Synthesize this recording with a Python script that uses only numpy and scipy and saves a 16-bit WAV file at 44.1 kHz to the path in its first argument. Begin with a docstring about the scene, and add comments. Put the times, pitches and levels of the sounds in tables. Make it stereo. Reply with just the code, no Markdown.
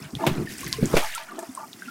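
"""Water sloshes and gurgles under the hull of a small outrigger boat on a choppy sea, heard from on board.
Trapped pockets of air gulp as swelling tones, wavelets ring the hollow beside the hull, and heavy waves thud.
Two waves slap the side: short bursts of bubbles of many sizes. Spray patters and fizzes as crowds of bubbles.
Single drops tick close by, mostly on the right, each with a crack, a tiny ring and a splatter."""
import sys
import numpy as np
from scipy import signal
from scipy.fft import rfft, irfft
from scipy.io import wavfile

SR = 44100
rng = np.random.default_rng(int(sys.argv[2]) if len(sys.argv) > 2 else 0)


def store_wav(level_fs):
    """Save 16-bit WAV to argv[1]."""
    pcm = np.round(np.clip(np.atleast_2d(level_fs), -1, 1) * 32767)
    wavfile.write(sys.argv[1], SR, pcm.T.astype(np.int16))


N = 83790
T = np.arange(N) / SR   # time from the start, in seconds

# Levels in these tables are relative; some sounds get an overall gain in their own function.
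# How much the side signal falls below the middle: f/Hz, level/dB
SIDE_LEVEL = [(100, -21.5), (600, -29), (1000, -18.5), (1500, -15), (2200, -9.5), (3200, -5.5),
              (5000, -4.5), (9000, -1)]
BOAT_DB, BOAT_T60_S = -10.5, 0.13   # reflections: level, time to fall 60 dB

# Heavy waves shove the air at the microphone: t/s, level/dB, decay time/s
SURGES = [(0.317, -26.5, 0.04), (0.831, -27, 0.02), (0.949, -15.5, 0.069)]
SURGE_RISE_S = 0.0012

# How hard the water works in each size of bubble, largest first: t/s, level/dB
HEAVE_LEVEL = [(0, -42), (.11, -57), (.15, -34.5), (.23, -51), (.29, -36), (.36, -49), (.405, -30),
               (.47, -54), (.51, -35.5), (.57, -52), (.66, -42), (.77, -40), (.835, -30), (.89, -40),
               (.945, -29.5), (1.04, -66), (1.45, -79), (1.5, -48.5), (1.54, -68), (1.9, -62.5)]   # deepest slosh under the hull
SLOSH_LEVEL = [(0, -33.5), (.115, -43.5), (.14, -32.5), (.2, -36), (.27, -18.5), (.35, -29.5), (.41, -22),
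               (.48, -37.5), (.52, -30), (.57, -41), (.64, -30.5), (.76, -39), (.84, -16), (.89, -32.5),
               (.94, -25.5), (.995, -28), (1.04, -64), (1.27, -53.5), (1.37, -34), (1.46, -45),
               (1.58, -46.5), (1.88, -42)]
GURGLE_LEVEL = [(0, -40), (.17, -46), (.25, -51), (.28, -23), (.32, -33.5), (.40, -33), (.48, -46.5),
                (.79, -43.5), (.89, -35.5), (.94, -20), (1.02, -29.5), (1.11, -41.5), (1.21, -46),
                (1.27, -42.5), (1.42, -37.5), (1.52, -48), (1.6, -40), (1.71, -49.5), (1.9, -48.5)]
PATTER_LEVEL = [(0, -52.5), (.045, -41.5), (.125, -58), (.2, -44.5), (.3, -33), (.335, -38.5), (.45, -49),
                (.51, -36), (.56, -44), (.67, -34.5), (.71, -43), (.74, -34), (.8, -46), (.83, -36.5),
                (.9, -41.5), (.97, -29), (1.06, -33), (1.2, -35), (1.26, -48), (1.52, -51.5), (1.71, -55.5),
                (1.9, -44)]
FIZZ_LEVEL = [(0, -48), (.12, -51.5), (.25, -45), (.29, -41.5), (.34, -46), (.47, -48.5), (.52, -38),
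              (.56, -45.5), (.6, -38.5), (.7, -43.5), (.75, -40.5), (.8, -43.5), (.87, -42), (.93, -37),
              (.99, -33.5), (1.06, -37), (1.16, -42.5), (1.23, -47.5), (1.33, -54), (1.45, -48.5),
              (1.7, -50), (1.9, -47.5)]
# Tone colour of each size: f/Hz, level/dB per bubble pitch
HEAVE_COLOUR = [(55, -16), (95, -17.5), (150, 3)]
SLOSH_COLOUR = [(185, -1), (230, 0), (290, -3), (360, -1), (450, -11.5)]
GURGLE_COLOUR = [(610, 1), (680, -0.97), (900, -5.1), (1450, 0.27)]
PATTER_COLOUR = [(1450, 1.2), (2000, 2.7), (3000, -0.5), (4800, -2)]
FIZZ_COLOUR = [(4800, 3), (7000, -0.5), (10000, -0.5), (13000, -4.5), (15500, -4)]
BUBBLE_ONSET_CYCLES = 3.47   # length of the push that sets a bubble ringing
SPRAY_PER_S = 1100   # falling spray is a dense crowd of small bubbles

# Wavelets lap into the hollow: t/s, pitch f/Hz, peak level/dB, swell time/s, loss one octave from pitch/dB
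LAPS = [(.182, 600, -21, 0.031, 4), (1.015, 970, -24, 0.013, 44), (1.187, 1210, -32, 0.013, 7),
        (1.275, 1400, -38.5, 0.0081, 22), (1.304, 365, -36.5, 0.018, 17), (1.377, 510, -24.5, 0.0048, 8.5),
        (1.419, 520, -25.5, 0.0052, 5), (1.579, 1040, -30.5, 0.011, 30), (1.622, 1070, -30, 0.0075, 45)]
# Resonances of the hollow between hull and water: f/Hz, level/dB
HOLLOW = [(345, -0.5), (668, -0.5), (880, -2.5), (1210, -7), (1400, -12), (1700, -5)]
HOLLOW_WIDTH_HZ = 68   # bandwidth of each resonator; the sound passes through it twice

# Drops land near by: t/s, pitch f/Hz, level/dB, left minus right level/dB, cycles to the peak of the ring
DROPS = [(0.025, 5200, -32, -4, 3.8), (0.152, 3430, -17, 0.5, 1.6), (0.583, 8470, -19, -7, 1.2),
         (0.6078, 7400, -17, -10, 0.38), (0.644, 6360, -23.5, -4, 4.1), (0.665, 4760, -21, -17, 0.45),
         (.679, 11300, -16, -8, 0.42), (.7279, 4550, -6, -4, 0.86), (0.8569, 7000, -13.5, -9.5, 1.03),
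         (1.1502, 8840, -11, -9, 0.5), (1.1805, 4170, -21, -1, 1), (1.3914, 7850, -14.5, -6, 0.46),
         (1.428, 8100, -26.5, 4, 0.79), (1.5508, 8760, -20.5, -8, 2), (1.731, 3700, -25.5, -3, 1.6)]
DROP_CRACK, DROP_CRACK_S = 0.41, 0.00044   # strength relative to the ring, decay time
SPLATTER_DB, SPLATTER_S = -20, 0.012   # level relative to the ring, decay time
DROP_LAG_S = .00002   # a drop reaches the left side later

# Waves slap the hull: t/s, level/dB, decay time/s
SLAPS = [(0.2652, -15.5, 0.013), (0.9658, -15, 0.019)]
# Tone colour of a slap: f/Hz, level/dB per bubble pitch
SLAP_COLOUR = [(150, -17), (330, 8), (650, 12.5), (1300, 4.5), (2500, 10), (4500, 0.5), (10000, -1),
               (15500, -6)]
SLAP_ATTACK_S = 0.001

# Large air pockets close by: t/s, pitch f/Hz, level/dB, ring length/cycles
GULPS = [(0.133, 251, -23.5, 3.4), (1.872, 249, -33, 7.4), (0.2394, 910, -11.5, 6.6), (.267, 339, -16, 6.9),
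         (0.313, 155, -14.5, 1.3), (0.38, 178, -18, 1.5), (.390, 348, -21.5, 9.1), (0.404, 200, -21, 4.9),
         (0.5, 157, -29, 1.2), (0.631, 1090, -31.5, 15.7), (0.732, 1050, -33, 30), (.782, 444, -23, 26),
         (0.8267, 189, -5.5, 1.75), (.828, 530, -21.5, 4.9), (.842, 266, -13.5, 3.3), (0.94, 448, -4, 3.1),
         (0.942, 151, -18, 2.3), (1.154, 1350, -27.5, 28), (1.177, 951, -24.5, 8.1), (1.286, 1430, -33, 22),
         (1.316, 1180, -31.5, 18), (1.385, 1736, -36.5, 38), (1.858, 2700, -37, 14), (1.49, 260, -28, 5.3),
         (1.574, 1060, -24.5, 13.4), (.472, 1810, -26, 18), (.668, 2010, -25.5, 14),
         (1.129, 1760, -26.5, 9), (1.821, 1532, -25.5, 11.5), (1.881, 1397, -29.5, 34)]
GULP_SWELL, GULP_RISE = 0.24, 0.015   # share of a ring length spent swelling, pitch rise per ring length
GULP_DB = -2.5   # overall level
# Smaller bubbles shed by a pocket: level, swell time relative to the pocket's own, ring length
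CHURN_DB, CHURN_LASTS, CHURN_CYCLES = -22, 4.55, 14.6

CUTOFF_HZ = 16000


def from_db(db):
    """Turn decibels into a plain multiplier."""
    return 10 ** (np.asarray(db) / 20)


def rms_one(x):
    """Scale a sound to an average strength (rms) of 1."""
    return x / np.sqrt(np.mean(x ** 2) + 1e-20)


def level(rows):
    """Gain over time, drawn as straight lines in dB between the rows."""
    times, dbs = np.transpose(rows)
    return from_db(np.interp(T, times, dbs))


def at_hz(points, hz):
    """Gain at a frequency, read between the points on a musical (log) scale."""
    pitches, dbs = np.transpose(points)
    return from_db(np.interp(np.log(hz), np.log(pitches), dbs))


def panned(db):
    """Left and right gains for a left minus right level difference."""
    return from_db(np.array([[.5], [-.5]]) * db)


def add(out, s, sound):
    """Mix a sound in from time s."""
    start = int(s * SR)
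    out[:, start:] += sound[..., :N - start]


def stereo(mid, side, wide_db=0):
    """Left and right share the middle; the side sets them apart, little in the bass and more in the treble."""
    n = len(side)
    hz = (np.arange(n // 2 + 1) + .5) * SR / n
    side = irfft(rfft(side) * at_hz(SIDE_LEVEL, hz), n) * from_db(wide_db)
    return np.array([mid + side, mid - side])


def ring(x, hz, cycles):
    """A resonance that falls 60 dB in so many cycles, scaled for equal energy at any pitch."""
    hz = min(hz, .45 * SR)
    decay = from_db(-60 * hz / (cycles * SR))   # shrinkage per sample
    turn = 2 * np.pi * hz / SR   # phase step per sample
    feed = np.sqrt(1 - decay * decay) * np.array([1, 0, -1])
    feedback = [1, -2 * decay * np.cos(turn), decay * decay]
    return signal.lfilter(feed, feedback, x + 1e-18)


def bubbles(colour, per_s, cycles, spread_db, wash, wide_db=0, count=24):
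    """A stereo cloud of random bubbles that swell and ring out, over a wash of countless far ones; rms 1."""
    low, high = colour[0][0], colour[-1][0]
    out = np.zeros((2, N))   # middle and side
    for hz in np.geomspace(low, high, count):
        born = rng.random(N) < per_s / count / SR
        size_db = spread_db * (np.minimum(rng.exponential(1, N), 4) - 2)
        sizes = from_db(size_db) * rng.choice([-1, 1], N)
        far, far_side, place = rng.standard_normal((3, N))
        # rarer bubbles are made stronger, to balance them with the wash
        near = born * sizes * np.sqrt(count * SR / per_s)
        source = np.array([near + wash * far, near * place + wash * far_side])
        push = np.sqrt(hz) * ring(source, hz, BUBBLE_ONSET_CYCLES)
        out += at_hz(colour, hz) * ring(push, hz, cycles)
    edges = [low * .85, min(high * 1.15, .45 * SR)]
    band = signal.butter(2, edges, "band", fs=SR, output="sos")
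    mid, side = signal.sosfilt(band, out)
    return rms_one(stereo(mid, side, wide_db))


def boat(x):
    """A brief scatter of reflections from hull and deck: fading noise that smears the sound."""
    t = T[:SR // 4]
    mid, side = rng.standard_normal((2, len(t))) * from_db(-60 * t / BOAT_T60_S)
    echoes = stereo(mid, side) / np.sqrt(np.sum(mid ** 2))
    return from_db(BOAT_DB) * signal.fftconvolve(x, echoes, axes=1)[:, :N]


def surges():
    """A quick rise of air pressure that leaks away: a soft thud."""
    out = 0
    for s, db, decay_s in SURGES:
        t = np.maximum(T - s, 0)
        rise = 1 - np.exp(-(t / SURGE_RISE_S) ** 2)
        out = out + from_db(db) * rise * np.exp(-t / decay_s)
    return out


def water():
    """Five sizes of bubble, from the low heave under the hull to the high fizz of foam."""
    heave = bubbles(HEAVE_COLOUR, per_s=130, cycles=5.4, spread_db=3.5, wash=0.17, count=8)
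    slosh = bubbles(SLOSH_COLOUR, per_s=400, cycles=12.2, spread_db=0.0, wash=0.36, count=14)
    gurgle = bubbles(GURGLE_COLOUR, per_s=900, cycles=14.6, spread_db=0.5, wash=0.89)
    patter = bubbles(PATTER_COLOUR, SPRAY_PER_S, cycles=58, spread_db=3.5, wash=0.43, count=36)
    fizz = bubbles(FIZZ_COLOUR, SPRAY_PER_S, cycles=21, spread_db=2.5, wash=0.7)
    out = from_db(4.5) * level(HEAVE_LEVEL) * heave
    out += from_db(-7.5) * level(SLOSH_LEVEL) * slosh
    out += from_db(-9.0) * level(GURGLE_LEVEL) * gurgle
    out += from_db(-3.0) * level(PATTER_LEVEL) * patter * panned(db=-0.5)
    out += from_db(-1) * level(FIZZ_LEVEL) * fizz * panned(db=-3.5)
    return out


def laps():
    """A wavelet churns in the hollow beside the hull and rings the resonances nearest its own pitch."""
    out = np.zeros((2, N))
    for s, pitch_hz, db, swell_s, focus_db in LAPS:
        churn = rng.standard_normal((2, N)) * T * np.exp(-T / swell_s)
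        glug = 0
        for hz, mode_db in HOLLOW:
            cycles = np.log(1000) / np.pi * hz / HOLLOW_WIDTH_HZ   # bandwidth turned into ring length
            mid, side = ring(ring(churn, hz, cycles), hz, cycles)
            octaves_off = np.log2(hz / pitch_hz)
            gain = from_db(mode_db - focus_db * octaves_off ** 2)
            glug = glug + gain * rms_one(stereo(mid, side))
        add(out, s, from_db(db) * glug / np.abs(glug).max())
    return out


def drops():
    """A drop lands with a crack, briefly rings a tiny bubble and throws up a short splatter."""
    out = np.zeros((2, N))
    for s, hz, db, pan_db, cycles in DROPS:
        noise = rng.standard_normal((3, N))
        swell = T * hz / cycles   # reaches 1 at the peak of the ring
        tone = swell * np.exp(1 - swell) * np.sin(2 * np.pi * hz * T)
        crack = DROP_CRACK * rms_one(ring(noise[2], hz, cycles=1.5)) * np.exp(-T / DROP_CRACK_S)
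        tick = tone + crack
        late_tick = np.interp(T - DROP_LAG_S, T, tick, left=0)
        mid, side = ring(noise[:2], hz, cycles=8)
        splatter = from_db(SPLATTER_DB) * rms_one(stereo(mid, side)) * np.exp(-T / SPLATTER_S)
        both = np.array([late_tick, tick])
        add(out, s, from_db(db - 3) * (both + splatter) * panned(db=pan_db))
    return out


def slaps():
    """Each slap bursts into bubbles of many sizes at once, then dies away."""
    envelope = 0
    for s, db, decay_s in SLAPS:
        t = np.maximum(T - s, 0)
        attack = 1 - np.exp(-t / SLAP_ATTACK_S)
        envelope = envelope + from_db(db) * attack * np.exp(-t / decay_s)
    burst = bubbles(SLAP_COLOUR, per_s=9900, cycles=14, spread_db=2.5, wash=0.95, wide_db=4.5, count=36)
    return from_db(2.5) * envelope * burst * panned(db=-2.5)


def gulps():
    """An air pocket swells, rings, rises a little in pitch and sheds a churn of smaller bubbles."""
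    out = np.zeros((2, N))
    for s, hz, db, cycles in GULPS:
        age = T * hz / cycles   # in ring lengths
        swell = age / GULP_SWELL   # reaches 1 when the tone is loudest
        pitch_hz = hz * (1 + GULP_RISE * (np.minimum(age, 2) - GULP_SWELL))
        phase = 2 * np.pi * np.cumsum(pitch_hz) / SR
        tone = swell * np.exp(1 - swell) * np.sin(phase)
        shed = ring(ring(rng.standard_normal(N), hz, CHURN_CYCLES), hz, CHURN_CYCLES)
        slow_swell = swell / CHURN_LASTS
        churn = from_db(CHURN_DB) * rms_one(shed) * slow_swell * np.exp(1 - slow_swell)
        add(out, s, from_db(db + GULP_DB) * (tone + churn) * panned(db=-1.9))
    return out


def scene():
    """Moving water with its surges, slaps, laps, gulps and drops; the drops are drier than the pockets."""
    pockets = gulps() + laps()
    ticks = drops()
    reflections = boat(pockets + .5 * ticks)
    return surges() + water() + slaps() + pockets + ticks + reflections


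def record(dry):
    """A steep low-pass filter cuts the top of the treble."""
    low_pass = signal.ellip(10, .3, 80, CUTOFF_HZ, fs=SR, output="sos")
    return signal.sosfilt(low_pass, dry)


dry = scene()
out = record(dry)
store_wav(out)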